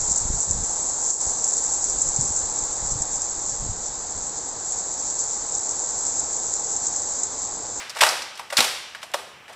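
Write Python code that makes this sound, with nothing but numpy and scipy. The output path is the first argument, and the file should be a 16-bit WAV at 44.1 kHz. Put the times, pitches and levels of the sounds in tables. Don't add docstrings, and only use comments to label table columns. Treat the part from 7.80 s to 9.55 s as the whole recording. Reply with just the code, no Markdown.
import sys
import numpy as np
from scipy import signal
from scipy.io import wavfile

SR = 44100
rng = np.random.default_rng(int(sys.argv[2]) if len(sys.argv) > 2 else 0)


def pcm_store(signal):
    levels = np.round(np.clip(np.atleast_2d(signal), -1, 1) * 32767)
    wavfile.write(sys.argv[1], SR, levels.astype(np.int16).T)


def undo_db(level):
    steps = np.asarray(level, float) / 20
    return 10 ** steps


N = 77175
LEAD = 16384
RATTLE = 4096

# start_s, level_db (rms over the rattle length), colour_hz, rattle_ms,
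# room_send_db
SLIDE_SLAMS = [(.2065, -10, 2550, 2.37, -6), (.2105, -6, 2300, 1.41, -4.5), (.2348, -1.5, 1570, 1.2, -13),
               (.260, -19.5, 1480, 3.5, 1.5), (.7685, -8, 5500, 1.1, -25), (.777, -8, 2780, 1.06, -1.5),
               (.789, -11, 2700, 1.79, -7.5), (.8043, -3.5, 3060, 1.3, -10), (.824, -15, 1510, 1.47, -6),
               (.839, -25, 2610, 3.0, 6), (.2165, -12, 3500, 3.26, -8.5), (.225, -16, 2220, 3.2, -9.5),
               (.243, -18.5, 2570, 4.0, -6), (1.337, -19, 2500, 1.91, -6.5), (1.342, -22, 2840, 2, -11.5),
               (1.386, -33, 800, 4.0, -10.5)]
# start_s, level_db (rms over the rattle length), colour_hz, rattle_ms,
# room_send_db
LATCH_TICKS = [(.0945, -28, 5300, 4.5, -17), (.111, -40, 2020, 2.0, -14), (.148, -33.5, 4860, 2.5, -19),
               (0.155, -34, 894, 4.4, -0.5), (.167, -26.5, 1570, 4.7, -19), (.185, -27, 1720, 3, -1),
               (.4195, -23.5, 4167, 1.5, -26), (.574, -32, 2830, 2.2, -10), (.588, -41, 2020, 2.3, -15),
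               (.593, -27.5, 1780, 2.2, -9), (.700, -33.5, 5900, 0.76, -10),
               (.7025, -26, 1660, 2.36, -10.5), (.7235, -27, 1720, 1.58, 4), (1.217, -39, 2500, 3.5, -26),
               (1.228, -28, 2060, 2.55, -8), (1.234, -47, 5710, 5.1, -4), (1.316, -39, 6000, 1.5, -21),
               (1.688, -43.5, 734, 5.4, -1.5), (1.723, -47, 6900, 6.1, -6)]
# start_s, level_db (rms over the rattle length), colour_hz, rattle_ms,
# room_send_db
EARLIER_SLAM = [
    (-0.2, -8, 1780, 5.02, -3.5),
]
# start_s, level_db (rms over the rattle length), panel_hz, rattle_ms, room_send_db
PANEL_KNOCKS = [(.095, -29, 5300, 2.5, -13), (.219, -7, 820.6, 2.0, -15.5), (.2312, -5.5, 950, 1.4, -16.5),
                (.289, -12.5, 5000, 1.5, -9.5), (.424, -27, 5300, 2.5, -21), (.553, -39, 5050, 3.0, -9),
                (.596, -26.5, 990, 1.5, -9), (.222, -16.5, 591, 2.47, -11), (.169, -26, 1800, 1.5, -10),
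                (.725, -22.5, 585, 1.97, -17), (.734, -23.5, 577, 1.74, -30), (.7715, -3.5, 4600, 1.0, -13),
                (.785, -12, 1420, 1.0, -7), (.7945, -22, 444, 2.5, -21), (.8055, -27, 5570, .8, 0),
                (.806, -16, 774, 1.8, -17), (1.148, -27, 1690, 2.0, -7.5), (1.149, -39, 2110, 2.0, -11),
                (1.230, -33.5, 840, 2.12, -10), (1.343, -15, 1190, 1.5, -16),
                (1.342, -15.5, 578, 2.2, -21.5), (1.68, -36, 1780, 1.37, -4)]
# pitch_hz, level_db, t60_s
SHELL_MODES = [(603, -3.5, 0.064), (850, -7.5, 0.047), (1190, -1.5, 0.065), (1544, -1, 0.048),
               (2090, -5, 0.0071), (2913, 1.5, 0.06), (3780, 5, .02), (4600, -61, 0.0077), (5300, -8, 0.03),
               (7800, 23, 0.005), (9350, 3, 0.02)]
# slam (0 first, 1 second), level_db, pitch_hz, t60_s
PLUNGER_THUMPS = [
    (0, -36, 272, 0.047),
    (0, -39, 96, 0.1),
    (1, -26, 243, 0.16),
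    (1, -24, 302, 0.089),
    (1, -43, 144, 0.16),
    (1, -46, 75.6, 0.1),
]
# pitch_hz, t60_s
ROOM_DECAY = [(100, 1), (300, 0.79), (700, 0.7), (1800, 0.8), (4800, 0.88), (8000, 0.62), (14000, 0.44)]
# pitch_hz, level_db
ROOM_TONE = [(100, 17), (300, 1), (700, -0.5), (2000, -7.5), (5000, -6.5), (8000, 0.5), (14000, -2.5)]
# pitch_hz, level_db (per Hz)
HOUSE_TONE = [(24, -37), (40, -6), (359, -10), (881, -4.5), (2270, -6), (2510, 1), (3740, -20.5),
              (7340, -19.5), (15500, -33)]
# time_s, level_db
CARPET_SHUFFLE = [
    (1.675, -63),
    (1.685, -51),
    (1.72, -45),
    (1.75, -45),
]

COLOUR_Q, CRACK_DB = 1.35, -5.5
KNOCK_Q, KNOCK_CRACK_DB, KNOCK_LEAD = 5.0, -26, 1.3


def at_hz(points, hz):
    pitch_hz, value = np.transpose(points)
    return np.interp(np.log(hz), np.log(pitch_hz), value)


def ring(x, hz, t60_s):
    radius, angle = undo_db(-60 / (t60_s * SR)), 2 * np.pi * hz / SR
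    return signal.lfilter([0, np.sin(angle)], [1, -2 * radius * np.cos(angle), radius ** 2], x + 1e-18)


def band(low_hz, high_hz, noise):
    return signal.sosfilt(signal.butter(2, [low_hz, high_hz], "band", fs=SR, output="sos"), noise)


def bands(size):
    edges = 25 * 2 ** np.arange(0, 9.5, 1 / 3)
    white = rng.standard_normal((2, size))
    return [(np.sqrt(low * high), band(low, high, white[k % 2]))
            for k, (low, high) in enumerate(zip(edges, edges[1:]))]


def house_noise():
    noise = sum(undo_db(at_hz(HOUSE_TONE, hz)) * part for hz, part in bands(N))
    return undo_db(-49) * noise / noise.std()


def drone():
    hum_hz, hum_db, from_s, to_s = 137, -61, 1.53, 1.645
    t = np.arange(N) / SR
    fade = np.clip(np.minimum(t - from_s, to_s - t) / 0.01, 0, 1)
    return undo_db(hum_db) * np.sin(2 * np.pi * hum_hz * t) * fade


def carpet_shuffle():
    rub = band(550, 3000, rng.standard_normal(N))
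    time_s, level_db = np.transpose(CARPET_SHUFFLE)
    return 2 * rub * undo_db(np.interp(np.arange(N) / SR, time_s, level_db, left=-120))


def room(x):
    rise_s, early_db, early_t60_s = 0.0022, 13, 0.04
    t = np.arange(SR) / SR
    early = undo_db(early_db - 60 * t / early_t60_s)
    tail = np.zeros(SR)
    for hz, part in bands(SR):
        late = undo_db(-60 * t / at_hz(ROOM_DECAY, hz))
        tail += undo_db(at_hz(ROOM_TONE, hz)) * part * (late + early)
    tail *= 0.049 * (1 - np.exp(-t / rise_s))
    return signal.fftconvolve(x, tail)[:len(x)]


def thumps():
    out = np.zeros(N)
    for slam, level_db, hz, t60_s in PLUNGER_THUMPS:
        start_s = 0.787 if slam > 0.5 else 0.224
        click = np.zeros(N)
        click[int(start_s * SR)] = undo_db(level_db)
        soft_push = signal.lfilter([0.0025], [1, -1.9, 0.9025], click)
        out += ring(soft_push, hz, t60_s)
    return out


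def rattle(length_ms, lead):
    clicks_per_s, spread_db = 18000, 2.5
    size_draw, sign_draw, gate_draw = rng.random((3, RATTLE))
    u = np.arange(RATTLE) / SR * 1000 / length_ms
    sizes = undo_db(-spread_db * np.log(size_draw + 0.0033)) * np.sign(sign_draw - 0.5)
    gate = np.clip((clicks_per_s / SR - gate_draw) * 50, 0, 1)
    clicks = sizes * gate * u * np.exp(1 - u)
    clicks[int(length_ms * SR / 2000)] += lead * np.sqrt(np.sum(clicks ** 2))
    return clicks


def shell(clicks, hz):
    scatter_db, follows_db = 3.0, 7
    out = np.zeros(RATTLE)
    for mode_hz, level_db, t60_s in SHELL_MODES:
        scatter = scatter_db * 3.7 * (rng.random() - 2.0)
        distance = abs(np.log2(mode_hz / hz))
        out += undo_db(level_db + scatter - follows_db * distance) * ring(clicks, mode_hz, t60_s)
    return out


def contact(level_db, hz, length_ms, q, crack_db, lead):
    length = length_ms * SR / 1000
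    clicks = rattle(length_ms, lead)
    single = np.arange(RATTLE) == int(length)
    crack_filter = signal.butter(1, min(6.1 * hz, 19000), fs=SR)
    heard = []
    for source, sharpness in [(clicks, q), (single, min(q, 2))]:
        colour = signal.lfilter(*signal.iirpeak(hz, sharpness, fs=SR), source)
        crack = signal.lfilter(*crack_filter, source)
        heard.append(2 * colour + undo_db(crack_db) * crack)
    out = np.array(heard)
    out[0] += undo_db(-21 + (crack_db - CRACK_DB) / 2) * shell(clicks, hz)
    return undo_db(level_db) * out / np.sqrt(np.sum(out ** 2, axis=1, keepdims=True) / length)


def blasters():
    dry, send = np.zeros((2, N + LEAD + RATTLE))
    broad = [*SLIDE_SLAMS, *LATCH_TICKS, *EARLIER_SLAM]
    for rows, *kind in [(broad, COLOUR_Q, CRACK_DB, 0),
                        (PANEL_KNOCKS, KNOCK_Q, KNOCK_CRACK_DB, KNOCK_LEAD)]:
        for start_s, level_db, hz, length_ms, send_db in rows:
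            i = LEAD + int(start_s * SR)
            direct, mean_colour = contact(level_db, hz, length_ms, *kind)
            dry[i:i + RATTLE] += direct
            send[i:i + RATTLE] += undo_db(send_db + 1.5) * mean_colour
    return dry, send


def microphone(x):
    x = signal.sosfilt(signal.butter(4, 430, "high", fs=SR, output="sos"), x) + 0.025 * x
    return signal.sosfilt(signal.butter(2, 11400, fs=SR, output="sos"), x)


def port(x):
    step_hz, step = 6080, undo_db(-6)
    edges = [0, step_hz, step_hz * 1.04, step_hz * 1.2, SR / 2]
    gains = [1, 1, step, np.sqrt(step), np.sqrt(step)]
    return signal.fftconvolve(x, signal.firwin2(129, edges, gains, fs=SR), "same")


def scene():
    dry, send = blasters()
    contacts = microphone(dry + room(send))[LEAD:LEAD + N]
    house = house_noise() + drone() + carpet_shuffle()
    return port(contacts + thumps() + house)[None]


def band_limit(x):
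    return signal.sosfilt(signal.butter(12, 16330, fs=SR, output="sos"), x)


def record(dry):
    clip_top = 0.95
    x = clip_top * np.tanh(dry / clip_top)
    x = signal.sosfilt(signal.butter(3, 69, "high", fs=SR, output="sos"), x)
    x = signal.sosfilt(signal.cheby2(14, 60, 16300, fs=SR, output="sos"), x)
    return band_limit(x)


dry = scene()
out = record(dry)
pcm_store(out)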